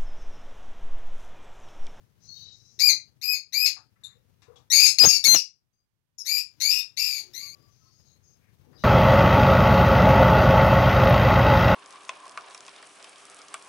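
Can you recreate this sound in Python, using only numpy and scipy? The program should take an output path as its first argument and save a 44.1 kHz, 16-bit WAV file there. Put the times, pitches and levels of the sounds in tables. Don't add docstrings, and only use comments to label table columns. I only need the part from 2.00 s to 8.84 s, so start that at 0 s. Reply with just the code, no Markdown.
import sys
import numpy as np
from scipy import signal
from scipy.fft import rfft, irfft, next_fast_len
from scipy.io import wavfile
from scipy.ndimage import uniform_filter1d, minimum_filter1d

SR = 44100
rng = np.random.default_rng(int(sys.argv[2]) if len(sys.argv) > 2 else 0)


def bounce(signal):
    frames = np.transpose(np.atleast_2d(signal))
    limited = np.clip(frames, -1, 1)
    pcm = np.round(limited * 32767).astype(np.int16)
    wavfile.write(sys.argv[1], SR, pcm)


def boost_factor(decibels):
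    exponent = np.asarray(decibels, float) / 20
    return 10 ** exponent


N = 301555


def evened(x):
    return x / np.sqrt(np.mean(x ** 2) + 1e-20)


def read(points, hz):
    f, value = np.transpose(points)
    return np.interp(np.log(hz + 1), np.log(f + 1), value)


def coloured(x, points):
    size = next_fast_len(len(x) + 512)
    gain = boost_factor(read(points, np.fft.rfftfreq(size, 1 / SR)))
    return irfft(rfft(x, size) * gain, size)[:len(x)]


def add(mix, s, sound):
    part = mix[round(s * SR):][:len(sound)]
    part += sound[:len(part)]


def wobble(count, hz):
    lowpass = signal.butter(2, hz, fs=SR, output="sos")
    return evened(signal.sosfilt(lowpass, rng.standard_normal(count + 500))[500:])


def fuzzy(hz, width):
    wander = wobble(len(hz), width / 2) + 1j * wobble(len(hz), width / 2)
    return (wander * np.exp(2j * np.pi * np.cumsum(hz) / SR)).real


def near_birds():
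    # t/s, rise/s, hold/s, effort/dB, swell over the hold/dB
    long_calls = [
        (.79, 0.033, .057, -18, 3),
        (1.214, 0.031, 0.083, -28.5, 2.5),
        (1.524, 0.027, .1, -24, 3),
        (2.701, .026, 0.133, -17, 0),
        (4.25, 0.043, 0.083, -26, 3),
        (4.601, 0.029, 0.073, -24, 2),
        (4.966, 0.027, 0.19, -26.5, -8.5),
        (5.334, 0.018, 0.098, -38, -3),
    ]
    # f when risen/Hz, f at the turn/Hz, turn within the hold/0-1, f after the break/Hz, harshness/0-1
    tunes = [(2325, 2450, .45, 2000, .08), (2440, 2529, .66, 2220, .13), (2337, 2573, .98, 2255, .14),
             (2240, 2390, .8, 2080, .5), (2330, 2400, .6, 2500, .5), (2220, 2390, .95, 2540, .4),
             (2350, 2440, .32, 2270, .38), (2000, 2330, .92, 2090, .42)]
    # opening harshness/0-1, climb made half way up/0-1, break/s, harshness after it/0-1, tail/s
    edges = [(.8, .75, .025, .45, .008), (.6, .95, .008, .42, .042), (.7, .5, .008, .9, .035),
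             (.12, .0, .007, .8, .025), (.7, .6, .007, .75, .03), (.9, .25, .006, .6, .02),
             (.75, .55, .01, .7, .022), (.6, .3, .04, .4, .008)]
    # f/Hz, level relative to the effort/dB, and harshness at the top/0-1
    openings = [(1898, -22, .1), (1898, -14, .13), (1850, -22, .2), (1900, -15, .55), (1700, -18, .28),
                (1898, -15, .27), (1898, -22, .5), (1720, -10, .45)]
    # wall share/dB, brightness/dB per octave, beam over 11.5 kHz/dB, fundamental/dB, air hiss/dB
    long_places = [(-2.5, -2.5, 3, -1.5, -7), (-1, -3, 8.5, 0.5, -4), (-2, -4.5, 9.5, -0.5, 1.5),
                   (-3, 3.5, -5.5, 6, 1), (-4, 3.5, -0.3, 6.5, -1), (-3, 2, -0.5, 4, 5),
                   (-2.5, 2.5, -0.5, 5.5, 5.5), (-6, -0.5, 5, 3.5, 5)]
    # t/s, length/s, effort/dB, swell/dB, harshness/0-1
    notes = [(.796, .012, -26.5, 1.5, .4), (2.036, .024, -42, -17, 0.45), (2.725, .15, -27, 2, .25),
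             (2.985, .013, -14.5, 1, .7), (2.998, .043, -7, -2, .05), (3.041, .013, -9, -2.5, 0.5),
             (3.055, 0.045, -11.5, -3.5, .05), (3.098, 0.04, -21, -8, 0.12), (3.083, .09, -19, -8, 0.3),
             (3.086, 0.088, -17, -9, 0.42), (3.24, .01, -21, 10, 0.6), (3.25, .0258, -11.5, -3, .2),
             (3.2765, .073, -12.5, 0, 0.05), (3.355, .012, -15, -6, .2), (3.367, .04, -17, -16.5, .75),
             (4.184, 0.04, -37, -1, 0.4), (4.18, 0.035, -43, -6, 0.4), (1.657, .045, -25, -6, .85),
             (2.865, .06, -22, -10, .3), (2.824, .045, -32, -3, .1), (3.052, .04, -36, -4, .2),
             (3.348, .008, -17, 0, .3), (4.705, .095, -25, -5, .75), (4.973, .012, -29, 0, .9),
             (4.99, .09, -31, -4, .35), (4.785, .03, -44, -6, .2), (5.492, .06, -44, -4, .35)]
    # f at start/Hz, f at end/Hz
    glides = [(2601, 2484), (3744, 3500), (6560, 6640), (1945, 3000), (2462, 2468), (2480, 2620),
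              (6515, 6505), (6510, 6490), (2730, 2720), (2430, 2250), (1820, 1800), (2175, 2245),
              (2070, 2092), (2920, 2900), (2705, 2300), (5600, 5150), (6900, 6100), (2600, 2280),
              (2650, 2450), (10950, 10850), (15250, 15350), (6500, 7100), (2600, 2500), (2050, 2300),
              (2690, 2620), (3620, 3650), (2090, 2440)]
    # wall share/dB, brightness/dB per octave, beam over 11.5 kHz/dB, fundamental/dB
    note_places = [(-5, -3.5, -5.5, -13.5), (5, -4, -15, -4.5), (-5, -8, -6, 2.5), (-19, -2, -4, -4),
                   (-18, -4.5, -2, -14), (-19, -2, -4, -9), (-13, -4, -4, 2), (-13, -4, -4, 2),
                   (-8.5, .5, -1.5, -4), (-5, 1, -7, -4), (-13, 5, -4, 1.5), (-16, 3, -2, 7),
                   (-19, -1.5, 1, -12), (-3, -8, 5, -9), (-6, -5.5, -.5, -15.5), (-9.5, -1.5, -35, -4),
                   (-6, -4, 0, 2), (-6.5, -2, -1.5, -6.5), (-4, 9, -16, 6), (-6, 0, 0, 0), (-8, 0, 0, 0),
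                   (-15.5, -4, -3, 1), (-2, -0.5, 4, 2), (-16, -13, 0, -8), (-3, -4.5, 12, -2),
                   (1, -12, -2, -2), (-9.5, -0.5, 0, 1)]
    direct, bounced = np.zeros((2, N))
    kinds = [(long_call, (long_calls, tunes, edges, openings), long_places),
             (short_note, (notes, glides), note_places)]
    for shape, tables, places in kinds:
        for call, (wet_db, tilt_db, beam_db, first_db, *air_db) in zip(np.hstack(tables), places):
            s, sound = shriek(shape(*call, first_db), wet_db, tilt_db, beam_db, *air_db)
            add(direct, s, sound)
            add(bounced, s, boost_factor(wet_db) * sound)
    return direct, bounced


def long_call(start, rise, hold, effort_db, swell_db, risen_hz, top_hz, top, broken_hz, harsh,
              open_harsh, climbed, snap, end_harsh, tail, open_hz, open_db, top_harsh, first_db):
    lag_db = -5.5
    arch_db, sag_hz_per_s = 0.5, 1400
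    break_db, tail_db, tail_thin_db = -4.5, -15, -14.5
    held, end_db = start + rise + hold, effort_db + swell_db
    after_top = (1 - top) * hold
    half_hz = open_hz + climbed * (risen_hz - open_hz)
    return [(start, effort_db + open_db, open_hz, open_harsh, first_db),
            (start + rise / 2, effort_db + lag_db, half_hz, open_harsh, first_db),
            (start + rise, effort_db, risen_hz, harsh, first_db),
            (held - after_top, effort_db + top * swell_db + arch_db, top_hz, top_harsh, first_db),
            (held, end_db, top_hz - sag_hz_per_s * after_top, top_harsh, first_db),
            (held + snap, end_db + break_db, broken_hz, end_harsh, first_db),
            (held + snap + tail, end_db + tail_db, broken_hz, end_harsh, first_db + tail_thin_db)]


def short_note(start, length, effort_db, swell_db, harsh, first_hz, last_hz, first_db):
    return [(start, effort_db, first_hz, harsh, first_db),
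            (start + length, effort_db + swell_db, last_hz, harsh, first_db)]


def shriek(rows, wet_db, tilt_db, beam_db, air_db=0):
    # f/Hz, level/dB
    beak_colour = [(1400, -26), (2300, -16), (2750, -11), (3230, -26), (3750, -2.5), (5000, -2), (6500, -5),
                   (7400, -19.5), (8500, -23.5), (10000, -22.5), (12500, -14), (14800, -26), (15500, -33.5),
                   (15900, -71.5)]
    # f/Hz, level/dB
    breath_colour = [(700, -36.5), (1500, -29.5), (2400, -15.5), (3250, -9.5), (4800, -12), (6500, -14),
                     (8400, -19.5), (12000, -23), (15400, -22), (15900, -68)]
    rasp_hz = 165
    s, *columns = np.transpose(rows)
    t = np.arange(s[0], s[-1], 1 / SR)
    effort_db, hz, harsh, first_db = (np.interp(t, s, c) for c in columns)
    harsh = np.clip(harsh, 0, 1)
    rasp = np.cos(2 * np.pi * np.cumsum(rasp_hz * (1 + .3 * wobble(len(t), 40))) / SR)
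    tremble = .05 * wobble(len(t), 300) + .045 * rasp
    turns = np.cumsum(hz * (1 + harsh * tremble)) / SR
    flutter = .35 * wobble(len(t), 170) + .45 * wobble(len(t), 450) + .9 * rasp
    swing = 1 + harsh * flutter
    tone = np.zeros(len(t))
    for k in range(1, 9):
        beam = beam_db * np.clip(k * hz / 1000 - 11, 0, 1)
        level_db = tilt_db * np.log2(k * hz / 5000) + first_db * (k == 1) + beam
        tone += boost_factor(level_db) * (k * hz < .4 * SR) * np.cos(2 * np.pi * k * turns)
    air = evened(coloured(rng.standard_normal(len(t)), breath_colour))
    fade = np.minimum(1, np.minimum(t - s[0], s[-1] - t) / .0012)
    steady_hiss = boost_factor(-45 - .9 * wet_db)
    voice = evened(coloured(tone * swing * fade, beak_colour))
    hiss = (steady_hiss + .3 * harsh ** 2) * fade * boost_factor(air_db) * air
    return s[0], boost_factor(effort_db) * (voice + hiss)


def wings():
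    # t/s, peak level/dB, push/ms
    beats = [(3.0415, -14, 0.77), (3.047, -13.5, 0.77), (3.0505, -14.5, 0.45), (3.0525, -12, .7),
             (3.066, -29, 0.56), (3.07, -21.5, 3), (3.079, -29, 1.7), (3.277, -36, 1.4),
             (3.285, -38.5, 2.2), (3.349, -18, 0.71), (3.356, -35.5, 0.89), (3.364, -51, 8.2)]
    # t of the loudest/s, level/dB, swell/s, fade/s
    rustles = [
        (2.824, -48.5, 0.12, 0.1),
        (3.05, -23.5, 0.049, 0.052),
        (3.12, -45, 0.11, 0.098),
        (3.282, -35, .05, 0.036),
        (3.35, -28.5, 0.055, 0.038),
        (4.39, -60, 0.19, 0.08),
        (4.79, -63.5, 0.38, 0.19),
        (5.08, -66, 0.16, 0.97),
    ]
    feather_colour = [(40, -22.5), (140, -4.5), (700, -10.5), (1600, -10.5), (3500, -10), (7000, -9),
                      (8600, -39.0), (11000, -14.5), (15500, -18.0)]
    depth_db = -23
    out = np.zeros(N)
    for k, (s, db, ms) in enumerate(beats):
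        u = np.arange(1500) / SR * 1000 / ms
        sign = (-1) ** (k // 2 + 1)
        add(out, s, sign * boost_factor(db) * np.sin(np.pi * u) * np.exp(-.9 * u) * 1.4)
    out = coloured(out, [(25, -11), (110, 0.5)])
    for peak, peak_db, swell, fade in rustles:
        s = (peak - swell, peak, peak + fade)
        db = peak_db + depth_db * np.array([1, 0, 1])
        t = np.arange(s[0], s[-1], 1 / SR)
        puffs = rng.standard_normal(len(t)) * boost_factor(2.5 * wobble(len(t), 120))
        noise = evened(coloured(puffs, feather_colour))
        add(out, s[0], boost_factor(np.interp(t, s, db) + 3.5) * noise * signal.windows.tukey(len(t), .1))
    return out


def walls(x):
    # f/Hz, t60/s
    ringing = [(300, 0.24), (2500, 0.21), (5000, 0.21), (9000, 0.19), (14000, 0.096)]
    taps = np.zeros((2, SR // 2))
    grid = np.arange(130, SR // 2 - 16, 16)
    at = grid + rng.integers(0, 16, (2, len(grid)))
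    np.put_along_axis(taps, at, rng.choice([-1., 1.], at.shape), 1)
    hz, t, z = signal.stft(taps, SR, nperseg=256)
    decay = boost_factor(-60 * t / read(ringing, hz)[:, None])
    tail = signal.istft(z * decay, SR, nperseg=256)[1]
    return signal.fftconvolve(x[None], tail / np.linalg.norm(tail[0]), axes=1)[:, :N]


def far_birds():
    # t/s, length/s, f/Hz, width/Hz, level/dB
    twitters = [(.21, .26, 6160, 260, -58.5), (.275, .065, 4330, 110, -45.5), (.32, .25, 3830, 70, -54),
                (.34, .2, 3080, 200, -64), (.24, .05, 4150, 100, -60), (.33, .12, 4400, 330, -53),
                (.39, .11, 3980, 70, -52), (.44, .12, 4300, 500, -60), (3.72, .12, 4800, 200, -87),
                (3.72, .08, 6300, 200, -86), (.18, .39, 5400, 1700, -62), (.5, .3, 5600, 1400, -64),
                (.28, .17, 13500, 3800, -71), (.59, .13, 3980, 70, -68), (.51, .045, 6400, 600, -65.5),
                (.64, .11, 5900, 760, -68), (5.92, .11, 6550, 150, -69), (5.9, .14, 5000, 350, -70),
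                (5.575, .1, 4900, 220, -69), (5.66, .3, 6150, 350, -74), (5.8, .15, 4460, 90, -73),
                (5.64, .52, 5200, 1500, -72), (6.04, .11, 6530, 200, -66), (6.04, .12, 4100, 400, -70),
                (6.22, .12, 6420, 280, -66), (6.22, .14, 5170, 800, -72), (6.71, .33, 4850, 290, -62),
                (6.77, .074, 3900, 450, -60), (6.79, .05, 2980, 120, -65), (6.78, .06, 5980, 700, -63)]
    # t/s, length/s, f/Hz, width/Hz, level/dB
    thuds = [(.78, .023, 360, 19, -57.5), (2.15, .037, 495, 63, -68.5), (2.48, .042, 471, 37, -50),
             (5.19, .14, 365, 45, -68), (5.17, .093, 850, 49, -72), (5.39, .12, 1150, 15, -73),
             (4.55, .218, 193, 210, -65), (5.15, .538, 300, 390, -70), (2.0, .15, 1700, 900, -72),
             (2.43, .2, 940, 760, -68), (6.4, .11, 2025, 1000, -74), (6.62, .19, 367, 355, -62.5),
             (5.5, .22, 1150, 15, -79), (5.8, .12, 1290, 25, -77), (5.82, .08, 1060, 25, -77),
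             (6.62, .06, 850, 60, -72)]
    out = np.zeros(N)
    for s, length, hz, width, db in twitters + thuds:
        held = np.full(round(length * SR), hz)
        add(out, s, boost_factor(db) * fuzzy(held, width) * signal.windows.tukey(len(held), .35))
    return out


def knocks():
    # t/s, level/dB, centre f/Hz, width/Hz
    hits = [
        (1.639, -65.5, 924, 950),
        (1.767, -51.5, 1163, 720),
        (1.958, -67, 1695, 913),
        (2.42, -55, 3460, 5000),
        (2.558, -52, 3360, 509),
        (2.559, -57.5, 5390, 3470),
        (6.73, -60, 1330, 1173),
    ]
    out, t = np.zeros(N), np.arange(2000) / SR
    for s, db, hz, width in hits:
        add(out, s, boost_factor(db - 60 * t / 0.098) * fuzzy(hz + 0 * t, width))
    return out


def floor():
    # t/s, level/dB
    hum_levels = [(0, -66.5), (.36, -62), (.72, -67.5), (1.01, -67), (1.478, -74.5), (2.441, -65.5),
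                  (3.09, -67), (3.22, -66), (3.41, -82), (4.02, -88.5), (4.45, -78), (4.65, -67.5),
                  (4.76, -72.5), (5.1, -73.5), (5.46, -66.5), (6.3, -65.5), (6.759, -62), (6.84, -57)]
    # f/Hz, level/dB per Hz
    hum_colour = [(15, -48), (25, -23.5), (108, 4), (249, -12.5), (476, -18.5), (659, -24.5), (3520, -32),
                  (6380, -32), (7310, -40), (14800, -34.5), (16000, -38.5)]
    # f/Hz, level/dB
    hiss_colour = [(25, -4.5), (100, -2.5), (300, -18), (1000, -20.5), (3000, -24), (8000, -29),
                   (15500, -29)]
    s, db = np.transpose(hum_levels)
    level_db = np.interp(np.arange(N) / SR, s, db)
    lumps = boost_factor(-0.5 + 1.8 * wobble(N, 24))
    hum = evened(coloured(rng.standard_normal(N), hum_colour)) * lumps
    hiss = evened(coloured(rng.standard_normal(N), hiss_colour))
    hiss_db = 0.43 * (level_db + 70.5) - 80.5
    return np.array([hum * boost_factor(level_db), hiss * boost_factor(hiss_db)])


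def scene():
    # f/Hz, level/dB
    housing = [(2800, 0), (3130, -14), (3500, 0), (7950, 0), (8500, -8), (9050, 0)]
    # f/Hz, level/dB
    blocked = [(300, -48.5), (1500, -29), (2400, -20), (5000, -25), (7000, -21), (9000, -18.5),
               (14000, -26)]
    change_s = 5.551
    direct, bounced = near_birds()
    near = boost_factor([[-3.5], [-8]]) * direct + boost_factor([[.1], [3]]) * walls(bounced)
    near *= np.clip((change_s - np.arange(N) / SR) / 0.0017, 0, 1)
    far = far_birds() + knocks()
    distant = boost_factor(-6.0) * far + boost_factor(-4.5) * walls(far)
    birds = near + boost_factor([[.1], [-6]]) * distant
    birds[0] = coloured(birds[0], housing)
    birds[1] = coloured(birds[1], blocked)
    birds[0] += wings()
    return (birds + floor()) * boost_factor(6)


def limited(x, ceiling_db):
    room = np.minimum(boost_factor(ceiling_db) / (abs(x) + 1e-9), 1)
    room = minimum_filter1d(room, size=89, axis=1)
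    return x * uniform_filter1d(room, size=89, axis=1)


def band_limit(x):
    return signal.sosfilt(signal.butter(12, 16000, fs=SR, output="sos"), x)


def record(dry):
    hz, t, z = signal.stft(dry, SR, nperseg=1024)
    bands = abs(z[:, :512].reshape(2, 64, 8, -1) ** 2).mean(2)
    bands = uniform_filter1d(bands, size=3, axis=2)
    threshold = boost_factor(np.array([-78, -42]))[:, None, None]
    kept = bands > threshold * bands[:, 4:].max(1, keepdims=True)
    kept[:, :6] = True
    z[:, :512] *= np.repeat(np.maximum(kept, .03), 8, axis=1)
    thinned = signal.istft(z * (hz < 15900)[:, None], SR, nperseg=1024)[1][:, :N]
    thinned = signal.sosfilt(signal.butter(2, 35, "high", fs=SR, output="sos"), thinned)
    return band_limit(limited(thinned, -1.1))


dry = scene()
out = record(dry)
bounce(out)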